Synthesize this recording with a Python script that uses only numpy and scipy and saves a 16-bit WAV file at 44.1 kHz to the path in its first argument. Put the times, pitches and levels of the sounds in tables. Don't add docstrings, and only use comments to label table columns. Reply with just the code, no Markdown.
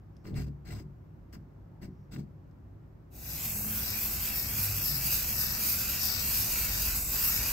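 import sys
import numpy as np
from scipy import signal
from scipy.fft import rfft, irfft, next_fast_len
from scipy.io import wavfile
from scipy.ndimage import map_coordinates

SR = 44100
rng = np.random.default_rng(int(sys.argv[2]) if len(sys.argv) > 2 else 0)


def put_to_file(sound):
    columns = np.atleast_2d(sound).T
    safe = np.clip(columns, -1, 1)
    whole_steps = np.round(safe * 32767)
    wavfile.write(sys.argv[1], SR, whole_steps.astype(np.int16))


N = 331632
TIME = np.arange(N) / SR
DISSOLVE_S, DISSOLVE_LENGTH_S = 3.1, .42
PORT_LAG_MS = .15
UNREFLECTED_HZ, UNREFLECTED_DB = (30, 2300), -12


# (time [s], level change [dB])
NEARNESS = [(3.4, -2), (4.25, -2), (5.2, 1), (6.3, 1.5), (6.95, 3), (7.2, 3), (7.5, 4.5)]
# (middle [s], half length [s], gain before each layer takes its share [dB])
FLASHES = [(3.41, .035, -1.5), (3.503, .028, 0), (3.78, .04, 3), (4.017, .055, 3.5), (4.29, .025, 2),
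           (4.385, .045, 6), (4.608, .045, 6), (4.907, .07, 4.5), (5.105, .075, 6), (5.41, .035, 6),
           (5.685, .07, 6.3), (6.045, .03, 3.5), (6.374, .08, 5.4), (6.594, .05, 1), (7.09, .04, -3),
           (7.29, .055, 6.5)]
# (middle [s], half length [s], loss [dB])
WIDE_REACHES = [(3.606, 0.097, 6.5), (7.048, 0.081, 7.5)]


def spray():
    near_db = np.interp(TIME, *np.transpose(NEARNESS))
    leftward, speed = arm(), pace()
    aside, rush_gain_db, hiss_gain_db, surge_db, side_db = swings()
    tremor_db = 1.27 * drift(31)
    aim_db = sum(db * bell(s, half) for s, half, db in FLASHES) + tremor_db
    path_ms = reflection_path()

    body = rush(near_db, aside, rush_gain_db, side_db)
    body = body + hiss(near_db, aim_db, leftward, hiss_gain_db, side_db)
    body = body + from_db(near_db + surge_db) * surge(aside, speed)
    body = moving_dip(body, speed, near_db)
    reach_db = sum(db * bell(s, half) for s, half, db in WIDE_REACHES)
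    body = emphasis(body, (1040, 5850), -reach_db)
    body = scattered(body, leftward, strength=.14)

    top = sizzle(near_db, aim_db, aside) + whistle(near_db, aim_db, aside, side_db)
    beam = ports(top, top, -PORT_LAG_MS) + diffuse_sizzle(near_db)

    jet = reflected(body + beam, path_ms, strength=.38)
    jet = restless(jet, patchy_db=1.7, patch_hz=330, patch_s=.11)
    sputter_db = 0.64 * drift(400)
    return jet * from_db(sputter_db)


# (frequency [Hz], relative level [dB])
RUSH_COLOUR = [(200, 0.5), (450, -8), (800, -5), (1100, 1), (1550, 3), (2050, 0.5), (2400, 4.5),
               (2680, 6.5), (3000, -3.5), (3500, -1), (4500, -0.5), (6500, 4.5), (7200, 2.5), (7900, 8),
               (8400, -4), (9200, -38)]
# (frequency [Hz], likeness [-1 to 1])
JET_LIKENESS = [(450, 0.88), (1150, 0.77), (1800, 0.24), (2700, 1), (3500, 0.29), (4500, 0.46),
                (5600, 0.15), (7500, 0.77), (9000, 0.022)]


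def rush(near_db, aside, gain_db, side_db):
    ring_hz, ring_db = (2330, 3470), 2.5 - 0.5 * aside
    noise = emphasis(colour(white(), RUSH_COLOUR, JET_LIKENESS), ring_hz, ring_db)
    level_db = -42 + 0.8 * near_db + gain_db
    return from_db(level_db) * ports(*noise, PORT_LAG_MS * aside) * pan(0.74 * side_db)


# (frequency [Hz], relative level [dB])
HISS_COLOUR = [(3000, -9.5), (3600, -0.5), (3900, -0.5), (4400, 2), (4850, 6.5), (5250, 3), (5470, 3),
               (5720, 0.5), (6200, 3), (6550, 3.5), (7100, -1), (7900, -9), (8500, 3.5), (9500, -80)]


def hiss(near_db, aim_db, leftward, gain_db, side_db):
    noise = colour(white(), HISS_COLOUR, JET_LIKENESS)
    level_db = -46 + near_db + 0.78 * aim_db + 2.5 * leftward + gain_db
    return from_db(level_db) * noise * pan(1.36 * side_db)


# (frequency [Hz], relative level [dB])
SURGE_COLOUR = [(3000, -11), (3800, -4.5), (4600, 2.5), (5750, 2.5), (6400, -5.5), (7300, -12),
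                (7950, -2.5), (8500, -31), (9500, -52)]


def surge(aside, speed):
    noise = colour(rng.standard_normal(N), SURGE_COLOUR)
    noise = rms_one(swept(noise, 5150 + 750 * speed, width_hz=800, gain_db=5))
    return from_db(-43.5) * aside * noise * pan(13)


def moving_dip(x, speed, near_db):
    unsteady_db = 2.5
    climb = speed * from_db(-1.5 * near_db + unsteady_db * drift(9))
    depth_db = -9 + unsteady_db * drift(12)
    return swept(x, 3230 + 610 * climb, width_hz=237, gain_db=depth_db)


SIZZLE_DB, SIZZLE_FOLLOWS = -31, 0.55
# (frequency [Hz], relative level [dB])
SIZZLE_COLOUR = [(7000, -25), (8400, -10), (9000, -2.5), (10300, -3), (11300, -1), (13000, 0), (13900, -.5),
                 (15600, 2.5), (17000, 1)]


def sizzle(near_db, aim_db, aside):
    low_hz, low_db = (9100, 10700), -3.5 * aside - 0.88 * aim_db
    noise = emphasis(colour(rng.standard_normal(N), SIZZLE_COLOUR), low_hz, low_db)
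    turned_away_db = 2.5 * aside
    return from_db(SIZZLE_DB + SIZZLE_FOLLOWS * near_db + aim_db - turned_away_db) * noise


# (frequency [Hz], relative level [dB])
DIFFUSE_COLOUR = [(10000, -40), (11300, 0), (15600, 0)]


def diffuse_sizzle(near_db):
    return from_db(SIZZLE_DB + SIZZLE_FOLLOWS * near_db - 14) * colour(white(), DIFFUSE_COLOUR)


# (frequency [Hz], relative level [dB])
WHISTLE_COLOUR = [(10000, -30), (11300, -8), (12000, 0), (12500, -2), (12900, -11), (14000, -30)]


def whistle(near_db, aim_db, aside, side_db):
    level_db = -45 + 0.65 * near_db + 0.12 * aim_db + 0.58 * side_db
    noise = from_db(level_db) * colour(rng.standard_normal(N), WHISTLE_COLOUR)
    return swept(noise, 11400 + 650 * aside, width_hz=280, gain_db=5)


# (out [s], back [s], rush gain [dB], hiss gain [dB],
# surge level change [dB], left-right difference before each layer takes its share [dB])
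SWINGS = [(3.246, 3.358, -0.5, -5.5, -6, 10), (3.827, 3.967, 1.5, -3.5, -4.5, 4),
          (4.336, 4.5, 0, -13, -4, 8), (4.823, 4.992, -1.5, -8.5, -1.5, 8), (5.336, 5.575, -1.5, -5, -2, 5),
          (5.998, 6.243, 0, -4.5, 0.5, 4.5), (6.696, 6.8, 2, -3, -10, 1), (7.268, 7.402, 2, -16.5, -7, 6.5)]


def swings(edge_s=0.075, rest_pan_db=1.2):
    aside = np.array([plateau(out, back, edge_s) for out, back, *_ in SWINGS])
    rush_db, hiss_db, surge_db, pan_db = np.transpose(SWINGS)[-4:] @ aside
    return aside.sum(axis=0), rush_db, hiss_db, surge_db, rest_pan_db + pan_db


# (time [s], position [0 far right to 1 far left])
ARM_TURNS = [(3.3, .6), (3.62, 0), (3.92, .7), (4.15, .15), (4.42, 1), (4.68, .45), (4.93, 1), (5.17, .5),
             (5.46, 1), (5.78, .45), (6.12, 1), (6.45, .7), (6.76, 1), (7.0, .1), (7.37, .95), (7.62, .4)]


def arm():
    s, position = np.transpose(ARM_TURNS)
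    steps = np.arange(len(s))
    leg, part = np.divmod(np.interp(TIME, s, steps), 1)
    eased = (1 - np.cos(np.pi * part)) / 2
    return np.interp(leg + eased, steps, position)


def pace():
    s = np.transpose(ARM_TURNS)[0]
    return np.sin(np.pi * np.interp(TIME, s, np.arange(len(s)))) ** 2


def reflection_path():
    return 1.85 + .33 * arm() + .015 * drift(11)


def reflected(x, path_ms, strength):
    treble = emphasis(x, UNREFLECTED_HZ, UNREFLECTED_DB)
    return x + strength * np.array([delayed(channel, path_ms) for channel in treble])


def scattered(x, leftward, strength, stretch=0.148, wander_ms=0.013, count=5):
    out, treble = x.copy(), emphasis(x, UNREFLECTED_HZ, UNREFLECTED_DB)
    for side, paths_ms in enumerate(rng.uniform(.4, 3, (2, count))):
        for path_ms in paths_ms:
            delay_ms = path_ms * (1 + stretch * leftward) + wander_ms * drift(5)
            out[side] += strength * np.interp(TIME - delay_ms / 1000, TIME, treble[side])
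    return out


# (touch [s], hardest [s], lift [s], touch level [relative dB], hardest level [relative dB], unused [dB],
# boom over scratch [relative dB], strongest boom [Hz], fall to either side [dB per octave])
STROKES = [(0.246, 0.273, 0.3, -61, -56, 4, 17.5, 260, 2), (0.307, 0.36, 0.338, -77, -71.5, -3, 38, 121, 3),
           (0.349, 0.383, 0.433, -63, -47, -3, 14, 83.5, 1),
           (0.467, 0.49, 0.487, -62.5, -65, 2, 27.5, 238, 9),
           (0.653, 0.723, 0.815, -61, -53, -6, 11, 200, -0.5),
           (1.329, 1.345, 1.357, -54.5, -52.5, 0, 7.5, 245, 0),
           (1.819, 1.83, 1.864, -60, -53.5, 0, 15, 241, 1),
           (2.115, 2.17, 2.14, -62, -51.5, -2, 12.5, 230, 5),
           (2.172, 2.187, 2.22, -67, -60.5, 0, 30.5, 237, 17)]


def pressures(bite_s=0.0064, release_s=0.029, lift_drop_db=11):
    rows = []
    for touch, hardest, lift, touch_db, hardest_db, *_ in STROKES:
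        times = np.sort([touch - bite_s, touch, hardest, lift, lift + release_s])
        levels = from_db([touch_db, hardest_db, hardest_db - lift_drop_db])
        rows.append(np.interp(TIME, times, [0, *levels, 0]))
    return np.array(rows)


# (frequency [Hz], relative level [dB])
SCRATCH_COLOUR = [(200, 16.5), (450, -13), (800, 9.5), (1100, -1.5), (1600, 6.5), (2100, 6.5), (2600, 0.5),
                  (3200, -5), (4800, 5), (5900, -0.5), (7000, -6.5), (8000, 3), (8900, -19.5),
                  (11500, -8.5), (15700, -5)]
# (frequency [Hz], likeness [-1 to 1])
SCRATCH_LIKENESS = [(300, -0.56), (700, 0.99), (2000, 0.99), (5000, -0.75), (8000, 0.5), (11000, 0.11)]


def scratch(pressure, threads_per_s=900, bumps_per_s=90):
    grain_db, uneven_db = 2 * drift(threads_per_s), 2 * drift(bumps_per_s)
    catches = rms_one(from_db(grain_db + uneven_db))
    friction = colour(white() * catches, SCRATCH_COLOUR, SCRATCH_LIKENESS)
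    friction = restless(friction, patchy_db=2.2, patch_hz=500, patch_s=.09)
    return from_db(-1) * pressure.sum(axis=0) * friction * pan(5)


# (time [s], starting level of the tick [relative dB], pitch [Hz])
CRUMBS = [(0.167, -52.5, 5300), (0.254, -42, 1640), (0.296, -52, 4500), (0.343, -46, 3600),
          (0.371, -55, 1710), (0.434, -50, 4800), (0.466, -56, 1500), (0.483, -54, 4800),
          (0.664, -51, 1650), (0.75, -46, 4800), (0.806, -60, 4800), (1.335, -53, 1370),
          (1.355, -40.5, 1500), (1.83, -46, 1730), (2.162, -38.5, 1900), (2.512, -64, 5200)]


def crumbs(t60=0.0029, crack=0.22, crack_cycles=2.5):
    out = np.zeros(N)
    age = TIME[:SR // 20]
    for s, db, hz in CRUMBS:
        at = round(s * SR)
        tone = np.sin(2 * np.pi * hz * age)
        burst = rms_one(ring(rng.standard_normal(len(age)), hz, crack_cycles / hz))
        out[at:at + len(age)] += from_db(db - 60 * age / t60) * (tone + crack * burst)
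    return out * pan(3)


def studio(x, late, late_t60, early=1.0, early_t60=0.025, wall_hz=5000):
    t = TIME[:SR // 3]
    response = np.zeros((2, len(t)))
    response[:, 0] = 1
    wall_dull = np.exp(-2 * np.pi * wall_hz / SR)
    for share, t60, dull in ((early, early_t60, 0), (late, late_t60, wall_dull)):
        echoes = rng.standard_normal(response.shape) * from_db(-60 * t / t60) * (t > .001)
        echoes = echoes / np.linalg.norm(echoes, axis=1, keepdims=True)
        response += share * signal.lfilter([1 - dull], [1, -dull], echoes)
    return signal.fftconvolve(x, response, axes=1)[:, :N]


# (frequency [Hz], relative level [dB], time to fall 60 dB [s])
CANVAS_MODES = [(66.34, 0.5, .75), (103, 2, .34), (142.4, 2, .54), (189, -0.5, .32), (209.6, -4.5, .25),
                (254.8, -5.5, .26), (286, -12.5, .17), (314, -7, .14), (368.7, -11.5, .5), (419, -13, .3),
                (565, -20, .12)]
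# (frequency [Hz], likeness [-1 to 1])
AIR_LIKENESS = [(60, 1), (140, 0.88), (280, 0.62), (550, 0), (3000, 0.11), (15000, 0.043)]


def boom(pressure):
    boom_db, centre_hz, fall_db = np.transpose(STROKES)[-3:]
    flat = [(20, 0), (20000, 0)]
    shake, out = colour(white(), flat, AIR_LIKENESS), 0
    for hz, db, t60 in CANVAS_MODES:
        force = from_db(boom_db - fall_db * np.abs(np.log2(hz / centre_hz))) @ pressure
        unit_gain = np.sqrt(4 * np.log(1000) / (t60 * SR))
        out = out + from_db(db - 7) * unit_gain * ring(force * shake, hz, t60)
    return out * pan(1)


# (time [s], strength [relative dB], strongest mode [Hz])
THUMPS = [(0.26, -41, 350), (0.282, -42, 340), (0.303, -42, 145), (0.352, -38, 106), (0.384, -35, 82.6),
          (0.684, -42, 370), (0.75, -46, 200), (0.795, -39, 336), (0.851, -44, 142), (1.357, -42.5, 247),
          (1.876, -40, 282), (1.981, -51.5, 109), (2.151, -40.5, 260), (2.18, -38.5, 240)]


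def thumps(contact_hz=600, fall_db_per_octave=9.5):
    s, thump_db, centre_hz = np.transpose(THUMPS)
    out = 0
    for k, (hz, db, t60) in enumerate(CANVAS_MODES):
        pushes = np.zeros(N)
        push_db = thump_db + db - fall_db_per_octave * np.abs(np.log2(hz / centre_hz))
        pushes[np.round(s * SR).astype(int)] = from_db(push_db)
        out = out + (-1) ** k * ring(pushes, hz, t60)
    soft_contact = signal.butter(2, contact_hz, fs=SR, output="sos")
    return signal.sosfilt(soft_contact, out) * pan(1)


# (middle [s], half length [s], centre [Hz], width [Hz], peak level [dB])
SHIFTS = [(0.2, 0.055, 5500, 500, -85), (1.77, 0.043, 810, 160, -70), (1.985, 0.088, 5560, 400, -87)]


def shifts():
    out = 0
    for middle, half, hz, width_hz, db in SHIFTS:
        rub = rms_one(ring(rng.standard_normal(N), hz, 2 / width_hz))
        out = out + from_db(db) * bell(middle, half) * rub
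    return out


# (frequency [Hz], relative level [dB])
YARD_COLOUR = [(20, -36), (30, -14), (38, -3.5), (50, -21), (60, 3), (75, -4), (105, -4.5), (170, -10),
               (260, -14), (400, -22), (800, -21), (3000, -87)]
# (start [s], end [s], pitch [Hz], level before wavering and panning [dB])
DRONES = [(3.2, 3.91, 152, -52.5), (3.4, 4.7, 211, -52), (4.87, 7.3, 210, -58.5), (3.8, 5.7, 140, -56),
          (4.78, 5.14, 140, -42), (4.43, 4.85, 100, -42), (3.97, 5.4, 53, -47.5), (3.25, 3.97, 105, -50),
          (5.15, 5.75, 67, -50), (6.42, 7.7, 50, -43)]


def yard(fade_s=0.14, rise_db_per_s=0.66):
    growth_db = rise_db_per_s * (TIME - DISSOLVE_S)
    rumble = colour(white(), YARD_COLOUR, AIR_LIKENESS)
    out = from_db(-43) * emphasis(rumble, (25, 104), growth_db)
    for start, end, hz, db in DRONES:
        swell = np.clip(np.minimum(TIME - start, end - TIME) / fade_s, 0, 1)
        out = out + from_db(db) * swell * hum(hz, waver_db=3, wander=.65, wander_rate=20)
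    return out * pan(0.67)


# (frequency [Hz], relative level [dB])
ROOM_COLOUR = [(20, -35), (35, -15), (50, -0.5), (106, -5), (160, -5), (202, -12.5), (330, -14),
               (462, -22.5), (900, -27), (1630, -36), (3500, -51), (5500, -52), (9000, -59.5), (11000, -74),
               (11750, -46), (12500, -56), (15500, -57)]
# (pitch [Hz], level before wavering [dB])
ROOM_HUM = [(64.6, -67), (102.3, -59), (156.1, -61), (231.5, -75.5), (365, -78), (558, -81)]


def room():
    tones = sum(from_db(db) * hum(hz, waver_db=2.5, wander=.8, wander_rate=18) for hz, db in ROOM_HUM)
    return from_db(-52) * colour(white(), ROOM_COLOUR, AIR_LIKENESS) + tones


def hum(hz, waver_db, wander, wander_rate):
    phase = 2 * np.pi * hz * TIME + wander * drift(wander_rate)
    return np.sqrt(2) * np.sin(phase) * from_db(waver_db * drift(5.4))


def from_db(db):
    return 10 ** (np.asarray(db) / 20)


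def rms_one(x):
    return x / np.sqrt(np.mean(x ** 2) + 1e-20)


def white():
    return rng.standard_normal((2, N))


def drift(rate):
    knots = rng.standard_normal(N // 8)
    return rms_one(np.interp(TIME * rate, np.arange(len(knots)), knots))


def bell(middle, half):
    return np.exp(-((TIME - middle) / half) ** 2)


def plateau(start, end, edge_s):
    return np.clip(np.minimum(TIME - start, end - TIME) / edge_s + .5, 0, 1)


def at_hz(points, hz):
    knots, values = np.transpose(points)
    return np.interp(np.log(hz + 1e-3), np.log(knots), values)


def colour(x, spectrum, likeness=None):
    size = next_fast_len(N)
    hz = np.arange(size // 2 + 1) * SR / size
    bins = rfft(x, size) * from_db(at_hz(spectrum, hz))
    if likeness is not None:
        alike = np.clip(at_hz(likeness, hz), -1, 1)
        mid, side = np.sqrt(1 + alike) * bins[0], np.sqrt(1 - alike) * bins[1]
        bins = np.array([mid + side, mid - side])
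    return rms_one(irfft(bins, size)[..., :N])


def emphasis(x, band_hz, db):
    band = signal.sosfiltfilt(signal.butter(2, band_hz, "band", fs=SR, output="sos"), x)
    return x + (from_db(db) - 1) * band


def swept(x, centre_hz, width_hz, gain_db, size=512):
    hz, s, bins = signal.stft(x, SR, nperseg=size)
    centre, db = (np.interp(s, TIME, curve + np.zeros(N)) for curve in (centre_hz, gain_db))
    shape = np.exp(-((hz[:, None] - centre) / width_hz) ** 2)
    return signal.istft(bins * from_db(db * shape), SR, nperseg=size)[1][..., :N]


def restless(x, patchy_db, patch_hz, patch_s, size=512):
    hz, s, bins = signal.stft(x, SR, nperseg=size)
    knots = rng.standard_normal((int(hz[-1] / patch_hz) + 2, int(s[-1] / patch_s) + 2))
    grid = np.meshgrid(hz / patch_hz, s / patch_s, indexing="ij")
    patches = map_coordinates(knots, grid, order=3)
    return signal.istft(bins * from_db(patchy_db * patches), SR, nperseg=size)[1][..., :N]


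def ring(x, hz, t60):
    r, w = from_db(-60 / (t60 * SR)), 2 * np.pi * hz / SR
    return signal.lfilter([0, np.sin(w)], [1, -2 * r * np.cos(w), r * r], x + 1e-18)


def delayed(x, ms):
    return map_coordinates(x, [np.arange(N) - ms * SR / 1000], order=3)


def ports(left, right, lead_ms):
    return np.array([delayed(left, -lead_ms / 2), delayed(right, lead_ms / 2)])


def pan(db):
    return from_db(np.array([[.5], [-.5]]) * db)


def scene():
    pressure = pressures()
    tip = studio(scratch(pressure) + crumbs(), late=.26, late_t60=.27)
    indoors = tip + boom(pressure) + thumps() + shifts() + room()
    outside = np.clip((TIME - DISSOLVE_S) / DISSOLVE_LENGTH_S, 0, 1)
    spray_fade = np.clip((TIME - DISSOLVE_S) / 0.36, 0, 1) ** 1.26
    return spray_fade * spray() + np.sqrt(1 - outside) * indoors + np.sqrt(outside) * yard()


def record(dry):
    return signal.sosfilt(signal.ellip(12, .1, 80, 15700, fs=SR, output="sos"), dry)


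dry = scene()
out = record(dry)
put_to_file(out)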